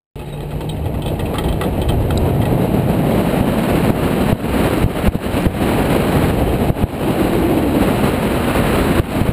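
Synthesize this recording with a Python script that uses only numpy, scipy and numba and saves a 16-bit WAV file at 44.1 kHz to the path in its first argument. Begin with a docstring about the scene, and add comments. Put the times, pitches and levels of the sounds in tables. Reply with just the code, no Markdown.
"""A hang glider's tow down a runway on a wheeled cart, heard from a small camera out on its wing.
First the tow plane's propeller drones ahead, while below the wing the cart's tubes rattle and ring.
Then the airflow rises, right on the microphone, and its rumble, hum and hiss cover both.
Later, hard buffets make the camera's limiter duck, and the knocking stops as the glider lifts off.
Throughout, the camera's coarse sampling mirrors the sound into a gritty treble."""
import sys
import numpy as np
from scipy import signal
from scipy.fft import rfft, irfft
from scipy.io import wavfile
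from numba import njit

SR = 44100
rng = np.random.default_rng(int(sys.argv[2]) if len(sys.argv) > 2 else 0)


def log_audio(samples):
    """Write samples as a 16-bit WAV file to the path given in sys.argv[1]."""
    # one column per channel
    frames = np.atleast_2d(samples).T
    # limit to full scale, then quantise
    limited = np.clip(frames, -1, 1)
    pcm = np.round(limited * 32767).astype(np.int16)
    wavfile.write(sys.argv[1], SR, pcm)


N = 411012
TIME = np.arange(N) / SR

# modes of the cart's tubes: pitch_hz, width_hz, level_db
TUBE_MODES = [(357, 45, 9.5), (484, 32, 11), (660, 190, 1), (830, 29, 11.5), (1163, 60, 5.5), (1286, 32, 1),
              (1910, 39, 4.5), (2570, 120, 14), (3133, 76, 13), (3400, 100, 2), (3790, 49, 3.5)]
# wheels on the concrete, with the last row at lift-off: time_s, level_db
ROLLING = [(.16, -37), (1.0, -41), (2.5, -34.5), (5.6, -36.5), (6.5, -31)]
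# air past the camera: time_s, speed_m_s, hum_level_db
AIRFLOW = [(.16, 1.8, -50), (.8, 2.7, -43), (1.45, 4.1, -28), (1.98, 4.3, -16), (2.3, 6, -18.5),
           (2.6, 7.3, -19.5), (3.0, 7.6, -18), (3.3, 10.4, -25), (4.3, 11, -23.5), (4.7, 14.4, -22),
           (5.2, 13.5, -44), (6.0, 12, -24.5), (6.8, 14, -43), (7.1, 15.5, -22.5), (7.35, 17.3, -21.5),
           (7.7, 14.5, -18.5), (8.1, 11.3, -25.5), (9.3, 12.3, -25)]
# pressure swings that overload the microphone: start_s, level_db, pitch_hz
BUFFETS = [(3.41, 3.5, 196), (3.904, 7.5, 202.3), (4.328, 9.5, 122), (4.842, 8, 109), (4.861, 5.5, 129),
           (5.082, 10, 75.4), (5.154, 6.5, 171), (5.466, 7, 87.5), (6.702, 8, 137), (6.838, 10, 101),
           (8.998, 9.5, 106), (9.214, 0, 129), (9.29, 1.5, 110)]


def undb(db):
    """Decibels to gain."""
    return 10 ** (np.asarray(db) / 20)


def unit(x):
    """Scale to rms 1."""
    return x / np.sqrt(np.mean(x ** 2))


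def curves(table):
    """Each column after the first as a line through time; the end values hold."""
    times, *columns = np.transpose(table)
    return [np.interp(TIME, times, column) for column in columns]


def add(out, start_s, x):
    """Mix x into out at start_s."""
    i = int(start_s * SR)
    out[i:i + len(x)] += x[:max(N - i, 0)]


def noise(colour, lo_hz, hi_hz):
    """Noise of rms 1 with a given colour between two soft edges."""
    bin_hz = np.arange(N // 2 + 1) * SR / N + 1e-3
    hz, db = np.transpose(colour)
    edges = ((1 + (lo_hz / bin_hz) ** 8) * (1 + (bin_hz / hi_hz) ** 8)) ** -.5
    shape = undb(np.interp(np.log(bin_hz), np.log(hz), db))
    return unit(irfft(rfft(rng.standard_normal(N)) * edges * shape, N))


def wander(slow_hz, fast_hz):
    """Random motion of rms 1 between two rates, with its extremes rounded off."""
    band = signal.butter(2, [slow_hz, fast_hz], "band", fs=SR, output="sos")
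    motion = unit(signal.sosfilt(band, rng.standard_normal(N)))
    return unit(np.tanh(motion / 2))


def resonate(x, hz, width_hz):
    """One resonance, gain 1 at its centre."""
    return signal.lfilter(*signal.iirpeak(hz, hz / width_hz, fs=SR), x)


def levelled(speed, knee_m_s):
    """Level in dB of a pressure that grows with speed squared and settles at 0 dB above the knee."""
    return -10 * np.log10(1 + (knee_m_s / speed) ** 4)


def tow_plane(waver=0.0044, fading_db=3.0):
    """The propeller drones a tow line ahead, wavering on its way through the moving air."""
    # the drone at the microphone: time_s, blade_rate_hz, level_db
    drone = [(.16, 145.2, -30.5), (.5, 148.5, -28), (.7, 152.6, -26), (1.2, 155, -28), (2.0, 156.3, -34),
             (3.0, 148, -53)]
    # the propeller's partials: harmonic, level_db
    partials = [(1, 2.5), (2, -13), (3, -10), (6, -18)]
    blade_hz, level_db = curves(drone)
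    phase = 2 * np.pi * np.cumsum(blade_hz * (1 + waver * wander(0.95, 26))) / SR
    tone = sum(undb(db + fading_db * wander(1.0, 8.2)) * np.sin(k * phase) for k, db in partials)
    return undb(level_db) * unit(tone)


def wheels(tilt_db_per_octave=-6.5, grit_db=8.5):
    """Grit under the tyres keeps the frame ringing softly; rubber passes less of each higher octave."""
    level_db, = curves(ROLLING)
    grit = rng.standard_normal(N) * undb(grit_db * wander(3.7, 130))
    frame = np.zeros(N)
    for hz, width_hz, mode_db in TUBE_MODES:
        ring = resonate(resonate(grit, hz, width_hz), hz, 2 * width_hz)
        frame += undb(mode_db + tilt_db_per_octave * np.log2(hz)) * unit(ring)
    return undb(level_db) * unit(frame)


def fittings(rise_s=0.00044):
    """Small metal fittings jingle and tick, each strike one quickly dying tone."""
    # strikes of the fittings: start_s, level_db, pitch_hz, decay_s
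    ticks = [(.258, -41, 3800, 0.013), (.298, -38, 3900, 0.013), (.326, -33, 3780, 0.02),
             (.418, -41, 3950, 0.015), (0.695, -23, 3750, 0.0048), (.696, -31, 3350, .007),
             (1.383, -20, 3174, .008), (2.175, -9, 3920, 0.002), (2.177, -19.5, 4870, .002),
             (5.423, -28, 5260, 0.0015)]
    out, t = np.zeros(N), TIME[:SR // 5]
    for start_s, db, hz, decay_s in ticks:
        envelope = (1 - np.exp(-t / rise_s)) * np.exp(-t / decay_s)
        add(out, start_s, undb(db) * envelope * np.sin(2 * np.pi * hz * t))
    return out


def rattles(count=64, median_rate_hz=9, above_rolling_db=3, spread_db=2):
    """Light knocks at uneven intervals, each favouring a random tube mode; rows as for the hard knocks."""
    rolling_s, rolling_db = np.transpose(ROLLING)
    gap, strength, dullness = rng.standard_normal((count, 3)).T
    start_s = rolling_s[0] + np.cumsum(np.exp(.5 * gap)) / median_rate_hz
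    level_db = np.interp(start_s, rolling_s, rolling_db) + above_rolling_db + spread_db * strength
    low_modes_db = 3 + 4 * dullness
    favoured_hz = rng.choice([hz for hz, _, _ in TUBE_MODES], count)
    return list(zip(start_s, level_db, low_modes_db, favoured_hz))


def cart(impact=0.43, chatter_s=0.012, crest_db=21.0, scatter_db=3.5, spot_db=7, spot_octaves=0.36):
    """At each bump a loose part strikes the tubes and chatters; the struck spot decides the mix of modes."""
    # hard knocks on the frame: start_s, level_db, low_modes_relative_db, favoured_hz
    hard_knocks = [(.193, -31, 3, 2600), (0.517, -40, 17.5, 480), (.607, -30.5, 14, 396),
                   (.691, -21, -6, 3600), (.857, -29, 9.5, 469), (1.021, -23, 1, 3300),
                   (1.06, -20.5, -2, 3500), (1.08, -22, -3, 3400), (1.194, -22.5, 6, 2600),
                   (1.257, -23, -8, 2600), (1.341, -28.5, 14.5, 1200), (1.356, -30.5, 13.5, 1220),
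                   (1.383, -20, 9, 3180), (1.439, -23, -5, 3600), (1.485, -20.5, 0, 3400),
                   (1.526, -25, 5, 830), (1.612, -27.5, 20, 400), (1.636, -22, 3.5, 3000),
                   (1.817, -19, -0.5, 3630), (1.889, -15.5, 3.5, 3400), (2.106, -20, 8, 1300),
                   (2.417, -25, 7, 1900), (2.454, -22.5, 7, 1910)]
    out, t = np.zeros(N), TIME[:SR // 5]
    rounded_contact = signal.butter(6, 4150, fs=SR, output="sos")
    for start_s, level_db, low_modes_db, favoured_hz in hard_knocks + rattles():
        chatter = rng.standard_normal(len(t)) ** 3 * np.exp(-t / chatter_s)
        force = chatter / np.sqrt(np.sum(chatter ** 2)) + impact * (t == 0)
        force = signal.sosfilt(rounded_contact, force)
        low, high = np.zeros((2, len(t)))
        for hz, width_hz, mode_db in TUBE_MODES:
            favour_db = spot_db * np.exp(-(np.log2(hz / favoured_hz) / spot_octaves) ** 2)
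            gain = undb(mode_db + favour_db + scatter_db * rng.standard_normal())
            band = low if hz < 2300 else high
            band += gain * unit(resonate(force, hz, width_hz))
        # each knock has its own balance of dull low ring and bright high ring
        knock = unit(high) + undb(low_modes_db) * unit(low)
        add(out, start_s, undb(level_db - crest_db) * knock)
    lift_off_s = ROLLING[-1][0]
    return out * (TIME < lift_off_s)


def eddies(strouhal=0.2, edge_width_m=0.01, swirl_hz=28):
    """An edge of the camera's housing sheds vortices: a broad, unsteady hum whose pitch follows airspeed."""
    speed, hum_db = curves(AIRFLOW)
    shedding_hz = strouhal * speed / edge_width_m
    swirl = wander(0.92, swirl_hz) + 1j * wander(1, swirl_hz)
    hum = np.real(swirl * np.exp(2j * np.pi * np.cumsum(shedding_hz) / SR))
    return unit(hum) * undb(hum_db)


def buffets(damping_cycles=0.48):
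    """A large eddy hits the microphone port: one heavily damped swing of pressure."""
    out, t = np.zeros(N), TIME[:SR // 10]
    for start_s, db, hz in BUFFETS:
        age = t * hz / damping_cycles
        envelope = 2 * age * np.exp(1 - 2 * age)
        add(out, start_s, -undb(db) * envelope * np.sin(2 * np.pi * hz * t))
    return out


def wind(cruise_m_s=12, hiss_db_per_doubling=5, surge_s=0.012, choke_s=0.028):
    """Turbulence on the microphone: big eddies rumble, middling ones roar, small ones hiss in bursts."""
    # spectrum of the rumble and roar: frequency_hz, density_db
    low_colour = [(8.8, -42), (15, -22), (48, 0), (92, -0.5), (227, -1.5), (480, -7), (664, -8.5),
                  (926, -13), (1600, -22.5), (2080, -52), (3520, -120)]
    # spectrum of the midrange rush and the hiss: frequency_hz, density_db
    hiss_colour = [(530, -10), (900, 6), (1950, -8), (2930, -9.5), (3510, -18), (3950, -13.5),
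                   (5410, -33.5), (5900, -35.5), (7670, -69), (13000, -120)]
    # slow swells on top of what the speed gives: time_s, rumble_db, roar_db, hiss_db
    swells = [(.16, -5, -2, 0.5), (.95, 0.5, -1, -3), (1.45, 1, -0.5, 0), (2.0, -1.5, -1.1, -1.5),
              (2.6, 0, -.5, -2), (3.0, -5.5, 0, -0.1), (3.85, -1.5, 0.5, 2.5), (4.25, -2.5, -0.5, 1),
              (4.65, 0.5, -.3, 1.5), (5.35, -0.5, -1, .5), (6.22, -1, 2, 3), (6.42, 5.5, -0.5, -3.5),
              (6.9, -3, -0.7, -1), (7.65, -0.5, .5, -3), (7.92, -4, 0, 2), (8.42, -2.5, -1.5, 2.5),
              (8.7, .5, 1, 5), (9.3, 0.5, -1, 1.5)]
    speed, _ = curves(AIRFLOW)
    rumble_swell, roar_swell, hiss_swell = curves(swells)
    rumble_db = -22 + levelled(speed, knee_m_s=2.1) + rumble_swell
    roar_db = -16.5 + levelled(speed, knee_m_s=4.37) + roar_swell
    hiss_db = -32 + hiss_db_per_doubling * np.log2(speed / cruise_m_s) + hiss_swell
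    rush_over_hiss_db = 0.93 + levelled(speed, knee_m_s=3.5) + 0.42 * hiss_swell
    gust, flutter, crackle = wander(1.23, 16), wander(18, 150), wander(97, 1430)
    # the noise surges at each buffet, then the overloaded microphone briefly chokes the hiss
    surge_db = 3 * sum(np.exp(-((TIME - s + .5 * surge_s) / surge_s) ** 2) for s, _, _ in BUFFETS)
    choke_db = 4 * sum(np.exp(-(2 * (TIME - s - choke_s) / choke_s) ** 2) for s, _, _ in BUFFETS)
    # the same gusts move every band; the weights are rms swings in dB
    rumble = noise(low_colour, 24, 116) * undb(rumble_db + 0.94 * gust)
    roar = noise(low_colour, 125, 860) * undb(roar_db + 1.63 * gust + 1.15 * flutter + surge_db)
    bursts = unit(undb(1.27 * gust + 0.35 * flutter + 1.5 * crackle))
    rush = noise(hiss_colour, 1120, 2160) * undb(rush_over_hiss_db)
    hiss = noise(hiss_colour, 1986, 8200)
    return rumble + roar + (rush + hiss) * bursts * undb(hiss_db + .5 * surge_db - choke_db)


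def scene():
    """Air, tow plane and cart meet at the one microphone on the wing."""
    return (wind() + eddies() + buffets() + tow_plane() + cart() + wheels() + fittings())[None]


@njit
def follow_peaks(x, attack, release):
    """The limiter's peak follower: quickly up, slowly down."""
    envelope, level = np.empty(len(x)), 0.
    for i in range(len(x)):
        level += (abs(x[i]) - level) * attack if abs(x[i]) > level else -level * release
        envelope[i] = level
    return envelope


def record(dry, on_s=0.157, limit_db=-4.0, attack_s=0.00082, release_s=0.15, camera_hz=12000, top_hz=15300):
    """The camera's sound comes on; it limits, rounds the peaks and samples coarsely."""
    mic = dry[0] * np.where(TIME < on_s, undb(-76), 1)
    peaks = follow_peaks(mic, 1 / (attack_s * SR), 1 / (release_s * SR))
    limited = mic / np.maximum(1, peaks / undb(limit_db))
    rounded = limited / (1 + limited ** 4) ** .25
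    coarse = signal.resample_poly(rounded, camera_hz, SR, window=("kaiser", 3))
    # holding each coarse sample mirrors the spectrum upwards
    held = signal.resample_poly(np.repeat(coarse, 8), SR, 8 * camera_hz)[:N]
    lowpass = signal.ellip(12, .2, 80, top_hz, fs=SR, output="sos")
    return signal.sosfilt(lowpass, held)[None]


dry = scene()
out = record(dry)
log_audio(out)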